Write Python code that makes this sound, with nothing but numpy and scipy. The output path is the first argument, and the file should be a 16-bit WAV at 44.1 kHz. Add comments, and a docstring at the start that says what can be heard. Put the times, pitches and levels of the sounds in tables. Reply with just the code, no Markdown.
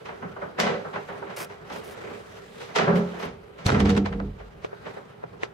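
"""A wooden door is slapped and swung shut in a small tiled bathroom; it rattles and shudders in its frame.
Jolts drive its panel modes and deep sway, the latch snaps and buzzes, the frame squeezes out a puff of air.
Before that, a toilet lid rings against the tank, gear rustles and a strap rasps. Small ticks and bumps
follow in the quiet hallway. Each knock is a spray of resonant clicks plus a decaying noise tail.
A stereo microphone with a peak limiter picks it all up."""
import sys
import numpy as np
from scipy import signal
from scipy.io import wavfile

SR = 44100
rng = np.random.default_rng(int(sys.argv[2]) if len(sys.argv) > 2 else 0)


def generate_wav(sig):
    """Save sig (samples, or channels by samples) to the path in sys.argv[1] as 16-bit PCM at SR."""
    pcm = np.round(np.clip(np.atleast_2d(sig).T, -1, 1) * 32767).astype(np.int16)
    wavfile.write(sys.argv[1], SR, pcm)


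N = 243991
STEP_SAMPLES = 16   # envelope grid
BAND_EDGES_HZ = 25 * 2 ** (np.arange(30) / 3)
BAND_HZ = np.sqrt(BAND_EDGES_HZ[1:] * BAND_EDGES_HZ[:-1])

# spectra of house air, cloth, knocks: freq_hz, density_db
AIR_SPECTRUM = [(15, -46), (25, -10), (113, 5.5), (152, 4.5), (188, 2), (305, -13.5), (410, -15),
                (684, -1.5), (1270, -59.5), (2920, -27), (3630, -37), (3930, -50), (15500, -41)]
CLOTH_SPECTRUM = [(24, -63), (40, -29), (126, -4.5), (154, -16), (183, -5), (325, -7.5), (397, 1),
                  (427, 20), (461, -7), (1160, -8.5), (1310, -7.5), (3060, -21.5), (15500, -48.5)]
KNOCK_SPECTRUM = [(24, -52), (40, -38), (179, 8), (229, 0.5), (317, -8.5), (387, -12.5), (484, 0),
                  (562, -6.5), (621, -4.5), (1220, -9), (2010, -10), (2510, -13), (5720, -22),
                  (15500, -57.5)]
# clothes and gear: time_s, level_db, treble_db
RUSTLE_CURVE = [(0, -47.5, 3), (.55, -46, -0.5), (.7, -36, -9), (1.0, -52, 12), (1.25, -41.5, -2.5),
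                (1.46, -69, 30), (1.62, -46.5, -1), (1.72, -43, 6.5), (1.9, -42.5, 3), (2.1, -37.5, 0),
                (2.2, -45, 6), (2.29, -48, 8), (2.38, -44, 6), (2.45, -49, 8.5), (2.52, -49, 10.5),
                (2.62, -42, 8), (2.73, -60.5, 20), (3.18, -38.5, -0.5), (3.36, -50.5, 1.5),
                (4.78, -50.5, 2), (4.9, -43, 2), (5.05, -50.5, 1), (5.53, -51.5, 0.5)]
# blows: start_s, level_db, thump_db, treble_db, t60_s, hardness_db
BATHROOM_KNOCKS = [(0.057, -28.5, -15, -16.5, 0.23, -2), (0.087, -27.5, -19, -28, 0.43, -1),
                   (0.225, -25.5, 0, -44, 0.33, -13), (0.364, -27.5, -23, -65, 0.29, -4),
                   (0.419, -21.5, -15.5, -52, 0.33, -1), (0.586, -17.5, -10, -23, 0.31, 8),
                   (0.601, -12.5, -18, -8, 0.25, 11.5), (0.639, -17.5, -7, -15.5, 0.41, -6),
                   (0.665, -17, -11, -18, 0.52, -8), (0.849, -25.5, -12, -55, 0.46, -6),
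                   (0.935, -24.5, -11, -24, 0.5, -10), (0.958, -21.5, -14, -27.5, 0.27, -6),
                   (1.087, -27, -12, -27.5, 0.78, 3), (1.224, -25, -32, -80, 0.14, 3),
                   (1.27, -30.5, -8, -27, 0.35, -8), (1.3, -28.5, -24, -21.5, 0.49, -10),
                   (1.371, -27, -32, -17, 0.3, 11), (1.401, -25, -14.5, -21, 0.33, 12),
                   (1.498, -32.5, -18, -21, 0.55, -4), (1.701, -28, -15, -20, 0.3, 9),
                   (1.724, -32, -8, -9.5, 0.33, 4), (1.759, -27, -7, -18, 0.11, -8),
                   (2.607, -35, -10, -9, 0.79, -8), (2.688, -33, -8, -24, 0.74, -6),
                   (2.759, -12, -20, -11, 0.24, 4), (2.786, -11.5, -12, -16.5, 0.18, 8.5),
                   (2.808, -15.5, -7.5, -20, 0.67, 3), (2.875, -13.5, -2.5, -57, 0.62, -2),
                   (2.957, -24.5, -7, -14, 0.34, -6), (3.135, -33.5, -12, -33, 0.73, -1),
                   (3.199, -29, -19.5, -12.5, 0.34, -10), (3.227, -24.5, -7, -15, 0.35, -1),
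                   (3.259, -31.5, 1.5, -21, 0.15, -4), (3.585, -36.5, -9, -13.5, 0.99, 3)]
LATCH_RATTLES = [(3.6655, -13, -2, -6, 0.43, 12), (3.681, -23, -20, -6, 0.065, 8),
                 (3.692, -4, -25, -30, 0.031, 4), (3.702, -11.5, -25, -25, 0.021, 14),
                 (3.721, -9.5, -17, -26, 0.12, 6), (3.747, -10, -5, -25, 0.4, 2),
                 (3.803, -13, -8, -11, 0.13, 7), (3.857, -16.5, -12, -14, 0.4, 0),
                 (3.895, -18, -9, -11, 0.1, 6), (3.903, -18, -17, -10, 0.19, 6.5),
                 (3.951, -26, -11, -14, 0.12, 3), (3.967, -20.5, -10, -13, 0.2, 6),
                 (3.977, -16, -20, -10.5, 0.066, 3), (4.06, -17, -8, -17, 0.17, 5),
                 (4.128, -23.5, -10, -22, 0.17, 2), (4.201, -24, -4, -36, 0.14, 12.5)]
HALLWAY_TICKS = [(4.399, -36, -25, -20.5, 0.21, -8), (4.6465, -32, -35, -12, 0.12, 10),
                 (4.7295, -33, -29, -45, 0.12, 7), (4.864, -27, -6, -22, 0.24, -8),
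                 (4.97, -31, -24, -44, 0.25, -4), (5.238, -31, -6, -40, 0.08, 10),
                 (5.337, -40, 0, -51, 0.15, -4), (5.4335, -27, -14.5, -12, 0.13, 10)]
# tail decay of a blow: freq_hz, t60_ratio
TAIL_DECAY = [(60, 0.91), (400, 0.96), (2000, 0.76), (6000, 0.91), (14000, 0.31)]
# contact resonances: pitch_hz, width_hz, level_db, treble_share
KNOCK_MODES = [(1320, 1700, 6.5, 0.5), (4480, 1300, 8.5, 1), (9900, 5000, -3, 2)]
LATCH_MODES = [(1340, 220, 14, 0.14), (2080, 170, -4, 0.22), (4240, 300, 6.5, 0.44), (5440, 1200, 1, 0.94),
               (7940, 3000, -9, 1.2)]
TICK_MODES = [(450, 90, 32, -.15), (640, 200, 33, .5), (1110, 250, 34, .7), (1750, 350, 30, .8),
              (3700, 700, 17, .9), (5500, 2500, 4, 1)]
# lid on tank: start_s, level_db
LID_HITS = [(.587, -32), (.605, -29.5), (.632, -24.5), (.665, -28), (.70, -29.5), (.75, -32.5)]
# lid resonances: pitch_hz, level_db, t60_s
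LID_MODES = [(221, -3, .25), (398, -7, .35), (475, -8, .35), (517, -3, .35), (576, -2, .33), (610, -7, .25),
             (727, -5, .25), (964, -11, .15), (1523, -11, .14), (1976, -8, .14), (2018, -9, .14),
             (4260, -20, .1)]
# strap rasps: start_s, stop_s, level_db
STRAP_RASPS = [(1.36, 1.44, -41), (1.727, 1.793, -56), (1.834, 1.934, -54.5), (2.95, 2.989, -57),
               (3.185, 3.258, -58)]
# strap resonances: pitch_hz, width_hz, level_db
STRAP_MODES = [(2200, 1200, 0), (5000, 2500, -3), (9000, 4000, -5), (13500, 3000, -17)]
# door shaking: start_s, stop_s, panel_db, sway_db, wall_db
SHUDDER_BOUTS = [(2.879, 3.014, -26, -47, -60), (3.257, 3.298, -36, -47.5, -58),
                 (3.661, 3.73, -25.5, -21.5, -47), (3.724, 4.03, -23, -23, -42),
                 (4.11, 4.256, -37, -34, -35)]
# door and wall resonances: pitch_hz, nominal_width_hz, level_db
PANEL_MODES = [
    [(179, 21, -2), (158, 24, -2.5), (215.8, 18, 1), (400, 24, 2.5), (510, 11, -17), (593, 12.5, -8),
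     (715, 39, -30), (900, 14, -33)],
    [(169.5, 7, -4.5), (233, 74, -2.5), (365, 20, -8), (403.3, 18.4, -5.5), (466.9, 6.9, -7),
     (721, 54, -13)],
]   # two sets: free, caught in the frame
SWAY_MODES = [(87, 11.3, 0), (115, 23, -3), (68, 17, -2.5)]
WALL_MODES = [(45.7, 5.8, 0)]
# touches on the door: start_s, level_db, t60_s, caught_flag
DOOR_TOUCHES = [(2.879, -19, .8, 0), (2.935, -20, .8, 0), (2.985, -23, .5, 0), (3.72, -25, .5, 1),
                (3.752, -20, .3, 1), (3.803, -18, 1.6, 1), (3.888, -17.5, .65, 1), (3.972, -18.5, .8, 1),
                (4.046, -36, 2, 1), (4.13, -31, 1.5, 1), (4.203, -29, .7, 1), (4.29, -42, .3, 1)]
# clear panel tones, rows free and caught, a column per tone: pitch_hz; level_db
PANEL_TONES_HZ = [
    [178, 215, 409, 528, 576],
    [198, 294.5, 361, 412, 473],
]
PANEL_TONES_DB = [
    [0, -8, -5, -12, -12],
    [0, -12, -21, -14, -15],
]
# standing waves: pitch_hz, width_hz, level_db
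BATHROOM_MODES = [(185, 24, -27), (401.6, 20, 4), (544, 3.4, -17), (572, 14, -2.5), (790, 20, -28),
                  (1330, 7.5, 0.5), (2030, 14, -17)]
# left-right likeness: freq_hz, correlation
STEREO_CORRELATION = [(60, 0.89), (200, 1), (300, 0.072), (640, 0.09), (1400, 0.34), (3100, 0.14),
                      (6800, 0.2), (15000, 0.37)]
# left over right: freq_hz, level_db
STEREO_BALANCE = [(60, -1), (180, -0.5), (550, -3), (1650, 0.5), (4970, -1), (15000, 1)]
# left ahead of right: freq_hz, phase_rad
STEREO_PHASE = [(260, 0.37), (1300, 1.85), (1900, 2.5), (3000, 0), (5000, -0.43), (9000, -0.5),
                (15800, 0.5)]


def from_db(db):
    """Decibels to gain."""
    return 10 ** (np.asarray(db) / 20)


def unit_rms(x):
    """Scale to rms 1."""
    return x / np.sqrt(np.mean(x ** 2) + 1e-20)


def at_hz(curve, hz):
    """Interpolate on a log-frequency axis."""
    freqs_hz, values = np.transpose(curve)
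    return np.interp(np.log(hz), np.log(freqs_hz), values)


def band_power(spectrum):
    """Third-octave powers, sum 1."""
    power = from_db(at_hz(spectrum, BAND_HZ)) ** 2 * np.diff(BAND_EDGES_HZ)
    return power / power.sum()


def drift(rate_hz, rows):
    """Slow noise on the envelope grid, standard deviation 1."""
    r = np.exp(-2 * np.pi * rate_hz * STEP_SAMPLES / SR)
    white = rng.standard_normal((rows, N // STEP_SAMPLES + 3001))
    slow = signal.lfilter([1], [1, -2 * r, r * r], white)[:, 3000:]
    return slow / slow.std(axis=1, keepdims=True)


def resonate(x, hz, width_hz):
    """Two-pole resonator, peak gain 1."""
    r = np.exp(-np.pi * width_hz / SR)
    feedback = [1, -2 * r * np.cos(2 * np.pi * hz / SR), r * r]
    return signal.lfilter(np.array([1, 0, -1]) * (1 - r * r) / 2, feedback, x)


def right_lag_samples(hz):
    """Delay of the right channel behind the left."""
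    return round(at_hz(STEREO_PHASE, hz) / (2 * np.pi * hz) * SR)


def diffuse_noise(power, t):
    """Stereo noise from band powers; envelope precedes filter, so lows bloom late."""
    out, white = 0, rng.standard_normal((2, 2, N))
    opposed = np.array([[1], [-1]])
    for k, (hz, width_hz) in enumerate(zip(BAND_HZ, np.diff(BAND_EDGES_HZ))):
        gain = np.interp(np.arange(N) / SR, t, np.sqrt(power[k] * SR / 2 / width_hz))
        bandpass = signal.butter(2, BAND_EDGES_HZ[k:k + 2], "band", fs=SR, output="sos")
        mid, side = signal.sosfilt(bandpass, gain * white[k % 2])
        correlation = at_hz(STEREO_CORRELATION, hz)
        pair = np.sqrt(1 + correlation) * mid + np.sqrt(1 - correlation) * side * opposed
        pair[1] = np.roll(pair[1], right_lag_samples(hz))
        out += pair / np.sqrt(2) * from_db(at_hz(STEREO_BALANCE, hz) / 2 * opposed)
    return out


def house_air(level_db=-52.5):
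    """Band power of steady air, wavering slightly."""
    waver_db = 1.5 * drift(1.7, rows=len(BAND_HZ))
    return band_power(AIR_SPECTRUM)[:, None] * from_db(level_db + waver_db) ** 2


def cloth_rustle(t):
    """Band power of cloth: bands swell together and flicker apart."""
    times_s, *curves = np.transpose(RUSTLE_CURVE)
    level_db, treble_db = (np.interp(t, times_s, curve) for curve in curves)
    treble_share = np.clip(np.log2(BAND_HZ / 1500), 0, 2)[:, None] / 2
    flicker_db = 1.14 * drift(53, rows=1) + 1.5 * drift(5.2, rows=len(BAND_HZ))
    gain = from_db(level_db + treble_db * treble_share + flicker_db)
    return band_power(CLOTH_SPECTRUM)[:, None] * gain ** 2


def blow_noise(blows, t, rise_s, crack_db, crack_t60_s, tail_db):
    """Band power of blows: rise, short crack, tail that dies soonest in the top treble."""
    power, shape = np.zeros((len(BAND_HZ), len(t))), band_power(KNOCK_SPECTRUM)
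    low, high = BAND_HZ < 300, BAND_HZ > 3500
    shape /= shape[~low & ~high].sum()
    t60_ratio = at_hz(TAIL_DECAY, BAND_HZ)[:, None]
    for start_s, level_db, thump_db, treble_db, t60_s, _ in blows:
        low_db = thump_db - 10 * np.log10(shape[low].sum())
        high_db = treble_db - 10 * np.log10(shape[high].sum())
        top_db = high_db + 20.5 + 1.7 * treble_db   # bright blows reach further up
        tilt = [(230, low_db), (340, 0.01), (1500, 0.026), (5000, high_db), (14000, top_db)]
        colour = shape * from_db(level_db + at_hz(tilt, BAND_HZ)) ** 2
        first, last = np.searchsorted(t, [start_s - 4 * rise_s, start_s + 2 * t60_s])
        age_s = t[first:last] - start_s - 0.25 * rise_s
        decay_s = np.maximum(age_s, 0)
        swell = np.exp(2 * np.minimum(age_s, 0) / rise_s)
        tail = from_db(tail_db - 60 * decay_s / (t60_s * t60_ratio)) ** 2
        crack = from_db(crack_db - 60 * decay_s / crack_t60_s) ** 2
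        power[:, first:last] += colour[:, None] * swell * (tail + crack)
    return power


def contact_snaps(blows, modes, spray_decay_s, right_gain=1, lag_samples=None):
    """Each contact sends a brief click spray into a few resonances."""
    out, length = np.zeros((2, N)), 176
    sprays = rng.standard_normal((len(blows), length)) * np.exp(-np.arange(length) / (spray_decay_s * SR))
    sprays[:, 0] = 2.5   # hard first touch
    sprays *= 3 / np.linalg.norm(sprays, axis=1, keepdims=True)
    for hz, width_hz, mode_db, treble_share in modes:
        clicks = np.full(N + length, 1e-18)
        for (start_s, level_db, _, treble_db, _, hardness_db), spray in zip(blows, sprays):
            at = round(start_s * SR)
            gain = from_db(level_db + hardness_db + mode_db + treble_share * treble_db)
            clicks[at:at + length] += gain * spray
        softness = signal.butter(4, min(2 * hz, SR / 3), fs=SR, output="sos")
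        ring = resonate(signal.sosfilt(softness, clicks[:N]), hz, width_hz)
        lag = right_lag_samples(hz) if lag_samples is None else lag_samples
        out += [ring, right_gain * np.roll(ring, lag)]
    return out


def toilet_lid(lag_samples=4):
    """Lid hits tank: each hit rings every mode with random polarity."""
    out = np.zeros(N)
    starts_s, hits_db = np.transpose(LID_HITS)
    at = np.round(starts_s * SR).astype(int)
    for hz, mode_db, t60_s in LID_MODES:
        clicks = np.full(N, 1e-18)
        clicks[at] = from_db(hits_db + mode_db) * rng.choice([-1, 1], len(at))
        r, step_rad = from_db(-60 / (t60_s * SR)), 2 * np.pi * hz / SR
        out += signal.lfilter([0, np.sin(step_rad)], [1, -2 * r * np.cos(step_rad), r * r], clicks)
    return np.array([out, np.roll(out, lag_samples)])


def strap_rasp(t, clicks_per_s=4000, rise_s=0.0051, fall_s=0.019):
    """Dense uneven clicks in bright resonances."""
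    envelope = 0
    for start_s, stop_s, level_db in STRAP_RASPS:
        ramps = np.minimum((t - start_s) / rise_s, (stop_s - t) / fall_s + 1)
        envelope += from_db(level_db) * np.clip(ramps, 0, 1)
    fires = rng.random(N) < clicks_per_s / SR
    click_db = 4.6 * np.minimum(rng.exponential(1, N), 4)
    clicks = fires * from_db(click_db) * rng.choice([-1, 1], N)
    rasp = sum(from_db(db) * unit_rms(resonate(clicks, hz, width_hz)) for hz, width_hz, db in STRAP_MODES)
    return envelope * unit_rms(rasp)


def shudder_power(t, rise_db_per_s=1600):
    """Panel, sway, wall power. In a bout panel and sway sag, the wall builds; then all fall."""
    sag_db_per_s, fall_db_per_s = np.c_[[24.5, 25.5, -15]], np.c_[[299.5, 107, 63]]
    power = 0
    for start_s, stop_s, *levels_db in SHUDDER_BOUTS:
        onset_db = rise_db_per_s * np.maximum(start_s - t, 0)
        sag_db = sag_db_per_s * np.clip(t - start_s, 0, stop_s - start_s)
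        fall_db = fall_db_per_s * np.maximum(t - stop_s, 0)
        power += from_db(np.c_[levels_db] - onset_db - sag_db - fall_db) ** 2
    return power


def door_shudder(t, shut_s=3.6):
    """Uneven jolts drive panel, whole-door sway and wall; the panel modes switch once shut."""
    def shake(modes, jolts):
        out = 0
        for hz, width_hz, level_db in modes:
            once = resonate(jolts, hz, 2 * width_hz)
            out += from_db(level_db) * unit_rms(resonate(once, hz, 2 * width_hz))
        return unit_rms(out)

    panel_jolts, sway_jolts, wall_jolts = rng.standard_normal((3, N))
    free, caught = (shake(modes, panel_jolts) for modes in PANEL_MODES)
    panel = np.where(t < shut_s, free, caught)
    parts = [panel, shake(SWAY_MODES, sway_jolts), shake(WALL_MODES, wall_jolts)]
    return (np.sqrt(shudder_power(t)) * parts).sum(axis=0)


def fittings_buzz(t, re_panel_db=-19.5):
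    """Band power of latch and hinges buzzing with the panel."""
    colour = band_power(KNOCK_SPECTRUM) * (BAND_HZ > 330)
    return colour[:, None] * from_db(re_panel_db) ** 2 * shudder_power(t)[0]


def panel_ring(fade_s=0.006):
    """Clear door tones: each touch checks the old ring and starts a new one."""
    out = np.zeros(N)
    stops_s = [touch[0] for touch in DOOR_TOUCHES[1:]] + [N / SR]
    phases_turns = rng.random((len(DOOR_TOUCHES), 5))
    spreads_db = rng.normal(0, 1, phases_turns.shape)
    for k, (start_s, level_db, t60_s, caught) in enumerate(DOOR_TOUCHES):
        length_s = min(stops_s[k] - start_s, t60_s) + fade_s
        age_s = np.arange(round(length_s * SR)) / SR
        edge_s = np.minimum(age_s, age_s[-1] - age_s)
        fade = np.sin(np.pi / 2 * np.clip(edge_s / fade_s, 0, 1)) ** 2
        tone_db = np.c_[PANEL_TONES_DB[caught] + spreads_db[k]]
        turns = np.c_[PANEL_TONES_HZ[caught]] * age_s + np.c_[phases_turns[k]]
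        tones = from_db(level_db + tone_db - 60 * age_s / t60_s) * np.sin(2 * np.pi * turns)
        at = round(start_s * SR)
        out[at:at + len(age_s)] += np.sqrt(2) * fade * tones.sum(axis=0)
    return out


def thin_high_ping(t, start_s=2.962, pitch_hz=14600, level_db=-56, t60_s=0.05):
    """A faint, very high tone that dies quickly."""
    envelope = from_db(level_db - 60 * np.maximum(t - start_s, 0) / t60_s) * (t > start_s)
    return envelope * np.sin(2 * np.pi * pitch_hz * t)


def air_push(t, start_s=3.6595, pitch_hz=100, level_db=-11, decay_turns=1.1):
    """Air squeezed from the frame: one pressure cycle, dying within the next."""
    turns = np.maximum(t - start_s, 0) * pitch_hz
    return from_db(level_db) * np.sin(2 * np.pi * turns) * np.exp(-(turns / decay_turns) ** 2)


def bathroom(x):
    """Standing waves lift a few pitches."""
    return x + sum(from_db(db) * resonate(x, hz, width_hz) for hz, width_hz, db in BATHROOM_MODES)


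def limiter(x, threshold_db=-9, peak_fall_db_per_s=37, slope=0.7):
    """A falling peak hold cuts the gain by a share of its excess over threshold."""
    level_db = 20 * np.log10(np.abs(x).max(axis=0) + 1e-9)
    ramp_db = peak_fall_db_per_s * np.arange(N) / SR
    held_db = np.maximum.accumulate(level_db + ramp_db) - ramp_db
    excess_db = np.maximum(held_db - threshold_db, 0)
    return x * from_db(-slope * signal.lfilter([0.02], [1, -0.98], excess_db))


def scene():
    """Stereo sum: room-coloured noise plus direct sources."""
    t = np.arange(N) / SR
    grid_s = np.arange(N // STEP_SAMPLES + 1) * STEP_SAMPLES / SR
    power = blow_noise(BATHROOM_KNOCKS, grid_s, rise_s=0.005, crack_db=-14, crack_t60_s=0.0042,
                       tail_db=-6.5)
    power += blow_noise(LATCH_RATTLES, grid_s, rise_s=0.0057, crack_db=-8, crack_t60_s=0.0031,
                        tail_db=-11.5)
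    power += blow_noise(HALLWAY_TICKS, grid_s, rise_s=0.015, crack_db=-14, crack_t60_s=0.011, tail_db=-7)
    power += cloth_rustle(grid_s) + house_air() + fittings_buzz(grid_s)
    snaps = contact_snaps(BATHROOM_KNOCKS, KNOCK_MODES, spray_decay_s=0.0004)
    snaps += contact_snaps(LATCH_RATTLES, LATCH_MODES, spray_decay_s=0.0007, right_gain=1.07)
    # ticks right beside the microphone: channels in opposition
    snaps += contact_snaps(HALLWAY_TICKS, TICK_MODES, spray_decay_s=0.0003, right_gain=-1, lag_samples=5)
    noise = bathroom(diffuse_noise(power, grid_s))
    strap = strap_rasp(t)
    door = (door_shudder(t) + panel_ring()) * from_db([[-0.7], [0.7]])
    return noise + snaps + toilet_lid() + strap + door + thin_high_ping(t) + air_push(t)


def record(dry, low_cut_hz=43, high_cut_hz=16030):
    """Microphone: bass cut, limiter, steep top cut."""
    highpass = signal.butter(2, low_cut_hz, "high", fs=SR, output="sos")
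    lowpass = signal.cheby2(20, 60, high_cut_hz, fs=SR, output="sos")
    return signal.sosfilt(lowpass, limiter(signal.sosfilt(highpass, dry)))


dry = scene()
out = record(dry)
generate_wav(out)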